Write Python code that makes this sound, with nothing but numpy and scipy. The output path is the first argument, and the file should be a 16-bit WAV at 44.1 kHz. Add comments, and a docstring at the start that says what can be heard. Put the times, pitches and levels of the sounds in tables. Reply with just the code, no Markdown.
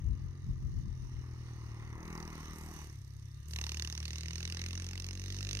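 """On a frozen lake, a small four-stroke dirt bike with one cylinder rides close by.
It coasts, takes a little throttle, coasts again, then pulls hard from 3.5 s. Each firing pushes gas
out of the exhaust: a low boom, a bark, a rough rasp and, when the engine works hard, a sharp chuff.
Tyres and chain hiss, the back wheel throws fine ice, and a faint whistle comes near the end.
Wind buffets the microphone early on. The open lake gives no echo."""
import sys
import numpy as np
from scipy import signal
from scipy.fft import rfft, irfft, next_fast_len
from scipy.io import wavfile
from scipy.ndimage import uniform_filter1d, map_coordinates

SR = 44100
rng = np.random.default_rng(int(sys.argv[2]) if len(sys.argv) > 2 else 0)


def log_audio(samples):
    """Write samples as a 16-bit WAV file to the path given in sys.argv[1]."""
    # one column per channel
    frames = np.atleast_2d(samples).T
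    # limit to full scale, then quantise
    limited = np.clip(frames, -1, 1)
    pcm = np.round(limited * 32767).astype(np.int16)
    wavfile.write(sys.argv[1], SR, pcm)


N = 246959
TIME = np.arange(N) / SR

# Engine speed. Each row: time in seconds, firings a second.
ENGINE_SPEED = [(0.0, 45.79), (1.39, 40.76), (1.69, 37.64), (1.89, 37.91), (2.04, 41.0), (2.44, 38.74),
                (2.74, 39.33), (2.98, 33.17), (3.38, 33.98), (3.49, 39.19), (3.63, 37.65), (3.84, 38.97),
                (4.11, 38.62), (4.45, 42.19), (4.82, 44.61), (5.0, 45.11), (5.38, 47.73), (5.6, 50.43)]
# The rider's throttle. Each row: opens and closes in seconds, opening from 0 to 1.
THROTTLE = [(1.983, 2.887, .5), (3.461, 6, 1)]
# The engine briefly works harder. Each row: middle in seconds, length in seconds, strength.
SURGES = [(2.17, 0.3, 1), (3.68, 0.19, 0.32), (4.52, 0.35, 0.45), (5.56, 0.27, 1.2)]
# The pipe's low tone. 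Each row: frequency in Hz, base dB with the throttle shut, half open, wide open.
PIPE_TONE = [(33.5, -72, -63, -72.5), (46.4, -81, -49, -51), (67, -49, -44, -39), (74, -50, -47.5, -40),
             (100.5, -47.5, -63, -46), (119, -44, -80, -53), (137.8, -51, -50.5, -59),
             (162, -58.5, -55, -50.5), (171.8, -90.5, -46, -54.5), (194, -75, -60, -63)]
# What the silencer lets through. Each row: frequency in Hz, relative dB.
SILENCER = [(165, -1), (200, 0), (240, -4), (280, -4), (325, 0), (360, 0), (400, -3), (445, -10),
            (500, -12), (650, -18), (850, -19)]
# The tone of the rasp. Each row: frequency in Hz, relative dB.
RASP_TONE = [(250, -2), (420, -19.5), (580, -12), (870, -2), (1200, 1), (1550, -10.5), (1950, -2.5),
             (2400, -8), (3200, -26), (6000, -34.5)]
# How the rasp rises and falls. Each row: time in seconds, base level in dB.
RASP_LEVEL = [(0, -70.5), (.8, -73.5), (1.1, -68), (1.9, -60), (2.12, -51.5), (2.45, -56.5), (2.8, -57.5),
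              (2.98, -74.5), (3.46, -79), (3.59, -58.5), (4.1, -66), (4.75, -64), (5.15, -68.5), (5.6, -71)]
# The tones of chuff and hiss. Each row: frequency in Hz, relative dB on the left, then on the right.
CHUFF_TONE = [(500, -49, -42), (1010, -17.5, -23.5), (1790, -9, -5), (2750, -5, 0.5), (3010, -4, -4),
              (4300, -14.5, -0.5), (5230, -11.5, 1.5), (6384, -13, 2.5), (7570, -10, -32),
              (8340, -19.5, -13.5), (10500, -31, -30), (11000, -60, -17.5), (13500, -48, -26),
              (15400, -42, -60)]
HISS_TONE = [(2156, 5.5, -7.5), (2950, -19.5, 3), (3155, -1.5, -6), (3700, -21, -0.5), (5040, -24, -2),
             (5970, -26, 4.5), (6490, -8, 2), (6740, -8.5, -22), (7300, -25, -17.5), (8070, -32, -15.5),
             (9160, -32, -5.5), (10500, -26, -28.5), (12300, -25, -19), (15600, -38, -25)]
# Firings that spit harder. Each row: time in seconds, extra dB.
HARD_FIRINGS = [(3.562, 4.5), (3.615, 2), (3.72, 4.5), (3.797, 4.5), (3.823, 6), (3.849, 4.5), (4.056, 1),
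                (4.081, 1.5), (4.308, 2), (4.357, 0.5), (4.453, 2.5), (4.524, 4), (4.594, 0.5),
                (4.617, 2.5), (5.0, 5.5), (5.11, 4.5), (5.429, 1.5), (5.491, 1.5), (5.531, 3), (5.552, 2)]
# How the hiss of chain and tyres rises and falls. Each row: time in seconds, base level in dB.
HISS_LEVEL = [(0, -73.5), (.72, -74), (.82, -72), (1.82, -67), (1.96, -74.5), (2.04, -75), (2.36, -63.5),
              (2.8, -64), (3.05, -73), (3.4, -71.5), (3.57, -62.5), (4.5, -60), (5.15, -63), (5.6, -55)]
# Sprays of ice. Each row: start and end in seconds, base dB at the start, change in dB a second.
SPRAYS = [(2.037, 2.55, -72.5, 5), (2.55, 2.863, -59.5, -16), (2.844, 3.451, -71.5, -11),
          (3.484, 6, -59.5, -19)]
# The hollow ring in the rolling roar. Each row: frequency in Hz, width in Hz, relative dB.
HOLLOW_RESONANCES = [(305, 410, -9), (1100, 250, -2), (1188, 68, 3), (1870, 560, -2.5)]
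# A thin whistle. Each row: time in seconds, pitch in Hz, base level in dB.
WHISTLE = [(4.97, 5260, -100), (5.03, 5250, -69), (5.12, 5290, -70), (5.21, 5320, -80), (5.29, 5280, -68),
           (5.39, 5100, -65), (5.44, 4950, -100)]
# Gusts of wind. Each row: middle in seconds, length in seconds, base level in dB.
GUSTS = [(.09, 0.096, -37.5), (.25, 0.033, -44), (.5, 0.051, -35), (.66, 0.12, -39), (.775, 0.054, -35.5),
         (.85, 0.068, -45.5), (.92, 0.079, -47.5), (1.05, 0.053, -42), (1.16, .05, -44)]
# The wind's rumble. Each row: frequency in Hz, relative dB.
WIND_TONE = [(15, -40), (30, -13), (48, 2.5), (75, -3.5), (120, -8.5), (200, -19), (400, -42), (1000, -71)]
# How far the left side runs ahead of the right. Each row: frequency in Hz, lead in radians.
LEFT_LEAD = [(0, 0), (1460, -1.5), (1890, -1.3), (2330, -2.7), (2840, -1.5), (3270, -3.5), (3620, -2.1),
             (4130, -3.6), (4480, -2.3), (6200, -2.4), (6630, -0.7), (8100, -5.3), (9730, -4.1),
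             (15400, -7.4)]

# Each set of three: throttle shut, half open, wide open.
CHUFF_DB, BARK_DB, PUTT_BASS_DB = (-74.5, -67.5, -52), (-60, -60, -61.5), (-1.5, 4, 7)
DIP_DELAY_CYCLES, PUTT_DELAY_CYCLES = (-.04, .04, .56), (-.07, .05, .05)
BARK_DB_PER_RASP_DB = (0.66, 0.59, 0.28)

CRUISE_RATE = 42  # firings a second
# dB added for each firing a second above cruising; a slow, straining engine chuffs harder
REV_BOOM_DB, REV_BARK_DB, REV_CHUFF_DB, REV_ROAR_DB = 0.3851, 0.38, -0.4542, 0.2
SURGE_CHUFF_DB, SURGE_BARK_DB = 6.5, 1.5  # added by a surge of strength 1


def boom(cycles, rate, ring_db=-57.5):
    """The pipe throbs with gas; its low overtones line up into one dip for each firing."""
    mix, push = throttle_mix(), surge()
    tone = np.sum(mix * amp(along(PIPE_TONE, rate)), axis=0) * np.cos(2 * np.pi * cycles)
    for k in range(2, 5):
        dips = np.cos(2 * np.pi * k * (cycles - np.array(DIP_DELAY_CYCLES)[:, None]))
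        overtone = np.sum(mix * amp(along(PIPE_TONE, k * rate)) * dips, axis=0)
        ring = amp(ring_db) * push * mix[1] * dips[1] * (k > 2)  # surges ring the pipe at half throttle
        tone -= (overtone + ring) * amp(1.4 * wobble(25.03))
    return np.sqrt(2) * tone * amp(REV_BOOM_DB * revs()) * amp([[.3], [-.3]])


def bark(cycles, rate, tone_db=-1.5, gruff_db=-7.5):
    """Higher overtones pass the silencer over a gruff rush of gas; hard work makes them brighter."""
    mix = throttle_mix()
    cutoff_hz = 400 + 450 * np.sqrt(load())
    putt_cycles = cycles - np.dot(PUTT_DELAY_CYCLES, mix)
    tone, power = np.zeros(N), np.zeros(N)
    for k in range(5, 19):  # the overtones add up to one putt at each firing
        hz = k * rate
        gain = amp(along(SILENCER, hz)[0] + 1.3 * wobble(12)) / (1 + (hz / cutoff_hz) ** 6)
        bass = amp(np.dot(PUTT_BASS_DB, mix)) if k == 5 else 1
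        tone -= bass * gain * np.cos(2 * np.pi * k * putt_cycles)
        power += gain ** 2 / 2
    gruff = noise([(200, -4.5), (330, 1.5), (400, -9.5), (480, -9.5), (900, -35), (2000, -83)],
                  apart=0.45, low_hz=194)
    putts = tone / np.sqrt(power) * amp(0.42 * wobble(40))
    return amp(bark_level()) * (amp(tone_db) * putts + amp(gruff_db) * gruff)


def rasp(cycles, rate):
    """Swirling exhaust gas: a steady rush that breaks into puffs when the engine works hard."""
    rasp_db, = curves(RASP_LEVEL)
    steady = 2.4 - 2.3 * load()
    flow = steady + puffs(cycles, rate, early_s=0.0008, rise_s=0.00032, decay_s=0.0058, scatter_db=3)
    gas = patchy(noise(RASP_TONE, apart=0.23, low_hz=191), depth_db=2, size=(2, 12))
    return amp(rasp_db + 1.1) * flow / (steady + 0.96) * gas


def chuff(cycles, rate, shock_db=-4):
    """A light tick at each firing grows, with hard work, into a spit of gas and a sharp crack."""
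    extra_db = sum(db * np.exp(-((TIME - s) / 0.0061) ** 2) for s, db in HARD_FIRINGS)
    effort = load()
    gas = np.sqrt(effort) * noise(CHUFF_TONE, apart=0.18, low_hz=500)
    gas += np.sqrt(1 - effort) * noise(HISS_TONE, apart=1, low_hz=3860)
    flow = puffs(cycles, rate, early_s=0.0024, rise_s=0.0011, decay_s=0.003, scatter_db=1)
    spit = flow * patchy(gas, depth_db=3, size=(7, 5))
    crack = amp(shock_db) * np.sqrt(effort) * shock_front(cycles, rate)
    return amp(chuff_level() + extra_db + 1.73) * (spit + crack)


def shock_front(cycles, rate, thin_hz=300, dull_hz=9000):
    """A sudden jump in pressure makes one click for each firing."""
    clicks = np.diff(np.floor(cycles + .0005 * rate), prepend=0)
    clicks *= per_firing(cycles + .5, scatter_db=1.8)
    band = lambda hz: hz / (hz + thin_hz) / (1 + hz / dull_hz)
    return unit(filtered(clicks, lambda hz: amp(along(CHUFF_TONE, hz)) * left_lead(hz) * band(hz)))


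def puffs(cycles, rate, early_s, rise_s, decay_s, scatter_db):
    """Gas flow jumps each time the valve opens, then dies away."""
    opened = cycles + early_s * rate
    age_s = opened % 1 / rate
    flow = (1 - np.exp(-(age_s / rise_s) ** 2)) * np.exp(-age_s / decay_s)
    return unit(flow * per_firing(opened, scatter_db))


def per_firing(cycles, scatter_db):
    """A new random strength for every engine cycle."""
    cycle = np.floor(cycles).astype(int) + 1
    return amp(scatter_db * rng.standard_normal(400))[cycle]


def throttle_mix(lag_s=0, twist_s=0.11):
    """Shares of shut, half open and wide open as the grip turns; they add up to 1."""
    opening = sum(amount * holds(opens + lag_s, closes + lag_s, twist_s)
                  for opens, closes, amount in THROTTLE)
    return np.array([np.interp(opening, [0, .5, 1], share) for share in np.eye(3)])


def surge():
    """How hard the engine digs in, from 0 to about 1."""
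    return sum(strength * swell(s, length) for s, length, strength in SURGES)


def revs():
    """Firings a second above cruising speed."""
    return curves(ENGINE_SPEED)[0] - CRUISE_RATE


def load(middle_db=-54.5, span_db=2.5):
    """How hard the engine works, from 0 to 1; it rises with the chuff level."""
    return 1 / (1 + np.exp(-(chuff_level() - middle_db) / span_db))


def chuff_level():
    """Base dB of the chuffs: they follow the throttle a little late and grow in surges and at low revs."""
    return np.dot(CHUFF_DB, throttle_mix(lag_s=0.02)) + SURGE_CHUFF_DB * surge() + REV_CHUFF_DB * revs()


def bark_level():
    """Base dB of the bark: it follows the rasp and grows with revs and in surges."""
    rasp_db, = curves(RASP_LEVEL)
    mix = throttle_mix()
    follow_db = np.dot(BARK_DB_PER_RASP_DB, mix) * (rasp_db - rasp_db.mean())
    return np.dot(BARK_DB, mix) + follow_db + REV_BARK_DB * revs() + SURGE_BARK_DB * surge()


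def rolling_roar(cruise_db=-73):
    """A rolling roar with a hollow ring at fixed pitches grows with speed."""
    pair = rng.standard_normal(N) + 0.75 * rng.standard_normal((2, N))
    hollow = lambda hz: sum(amp(db) * resonance(hz, centre, width) ** 2
                            for centre, width, db in HOLLOW_RESONANCES)
    roar = filtered(pair, lambda hz: hollow(hz) * left_lead(hz))
    return amp(cruise_db + REV_ROAR_DB * revs() + wobble(6.8)) * unit(roar)


def chain_and_tyre_hiss():
    """Chain and tyres hiss and patter over the ice."""
    hiss_db, = curves(HISS_LEVEL)
    patter = unit(amp(1.5 * wobble(350) + 1.14 * wobble(10)))
    hiss = patchy(noise(HISS_TONE, apart=0.59, low_hz=1890), depth_db=2.5)
    return amp(hiss_db + 4) * patter * hiss


def ice_spray(cycles, rate):
    """The back wheel throws fine ice, more with each push from the engine."""
    grains = amp(3.1 * wobble(1100))
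    kicks = puffs(cycles, rate, early_s=0.00082, rise_s=0.00092, decay_s=0.0018, scatter_db=1.5)
    grit = unit(grains * (1.4 + kicks))
    thrown = sum(amp(db + change * (TIME - start)) * holds(start, end, edge_s=0.043)
                 for start, end, db, change in SPRAYS)
    fizz = noise([(7500, 8), (10300, 1.5), (12000, 3.5), (14400, -6), (15500, -32)],
                 apart=1, low_hz=6800)
    return thrown * grit * fizz * amp([[-6], [2]])


def whistle():
    """One faint tone hovers, then falls away, stronger on the right."""
    hz, db = curves(WHISTLE)
    sounding = (TIME > WHISTLE[0][0]) & (TIME < WHISTLE[-1][0])
    return amp(db) * np.sin(2 * np.pi * np.cumsum(hz) / SR) * sounding * amp([[-5], [7]])


def slipstream(rate, base_db=-63):
    """Rushing air builds as the bike speeds up in the final pull."""
    rush = noise([(150, 6), (260, 1.5), (450, 2.5), (750, -8), (1100, -26), (2500, -38)],
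                 apart=0.73, low_hz=160)
    return amp(base_db) * load() * (rate / 46) ** 4 * rush


def wind(breeze_db=-49.5, change_db_per_s=-3.2):
    """Gusts over a fading breeze: lumps of air hit the microphone, harder on the left."""
    gusts = sum(amp(db) * swell(s, length) for s, length, db in GUSTS)
    strength = np.hypot(gusts, amp(breeze_db + change_db_per_s * TIME))
    lumps = unit(amp(np.array([wobble(18), wobble(18)])))
    return strength * lumps * noise(WIND_TONE, apart=0.85, low_hz=26.4) * amp([[5], [-3]])


def noise(spectrum, apart, low_hz):
    """Stereo noise shaped by (Hz, dB) rows, fading below low_hz; apart sets how unlike the sides are."""
    pair = rng.standard_normal(N) + apart * rng.standard_normal((2, N))
    bass_cut = lambda hz: hz ** 4 / (hz ** 4 + low_hz ** 4)
    return unit(filtered(pair, lambda hz: amp(along(spectrum, hz)) * left_lead(hz) * bass_cut(hz)))


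def patchy(x, depth_db, size=(4, 30)):
    """Patches of a noise swell and fade on their own; size counts frequency bands and time steps."""
    bands = signal.stft(x, nperseg=512)[2]
    patches = uniform_filter1d(rng.standard_normal(bands.shape[1:]), size=size[0], axis=0)
    patches = uniform_filter1d(patches, size=size[1], axis=1)
    return unit(signal.istft(bands * amp(depth_db * unit(patches)), nperseg=512)[1][:, :N])


def left_lead(hz):
    """Sound reaches the left and right sides slightly out of step."""
    half = np.exp(.5j * np.interp(hz, *np.transpose(LEFT_LEAD)))
    return np.array([half, half.conj()])


def resonance(hz, centre, width):
    """How something that rings at centre Hz answers each frequency."""
    return 1j * hz * width / (centre ** 2 - hz ** 2 + 1j * hz * width)


def filtered(x, response):
    """Multiply each frequency in x by response(hz)."""
    size = next_fast_len(N + SR // 2)
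    return irfft(rfft(x, size) * response(np.fft.rfftfreq(size, 1 / SR)), size)[..., :N]


def wobble(rate):
    """A smooth curve through rate random values a second."""
    count = int(N * rate / SR) + 4
    grid = np.arange(4 * count) / 4
    return np.interp(TIME * rate, grid, map_coordinates(rng.standard_normal(count), [grid]))


def swell(middle_s, length_s):
    """A bell-shaped rise and fall."""
    return np.exp(-np.pi * ((TIME - middle_s) / length_s) ** 2 / 2)


def holds(start, end, edge_s):
    """1 between two times, with a straight fade at each end."""
    ramp = lambda s: np.clip((TIME - s) / edge_s + .5, 0, 1)
    return ramp(start) - ramp(end)


def curves(rows):
    """Join the rows of a time table into one curve for each value column."""
    times, *columns = np.transpose(rows)
    return [np.interp(TIME, times, column) for column in columns]


def along(rows, hz):
    """Read a frequency table at hz, with octaves evenly spaced."""
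    row_hz, *columns = np.transpose(rows)
    return np.array([np.interp(np.log(hz + 1), np.log(row_hz + 1), column) for column in columns])


def amp(db):
    """Turn decibels into a multiplier."""
    return 10 ** (np.asarray(db) / 20)


def unit(x):
    """Scale to an average strength (rms) of 1."""
    return x / np.sqrt(np.mean(x ** 2) + 1e-20)


def scene():
    """Add engine, riding noise and air; one count of cycles keeps all engine sounds in step."""
    rate, = curves(ENGINE_SPEED)
    cycles = np.cumsum(rate) / SR
    engine = boom(cycles, rate) + bark(cycles, rate) + rasp(cycles, rate) + chuff(cycles, rate)
    riding = rolling_roar() + chain_and_tyre_hiss() + ice_spray(cycles, rate)
    return engine + riding + whistle() + slipstream(rate) + wind()


def record(dry):
    """Cut off the very highest treble."""
    top_hz = 15830
    return filtered(dry, lambda hz: hz < top_hz)


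dry = scene()
out = record(dry)
log_audio(out)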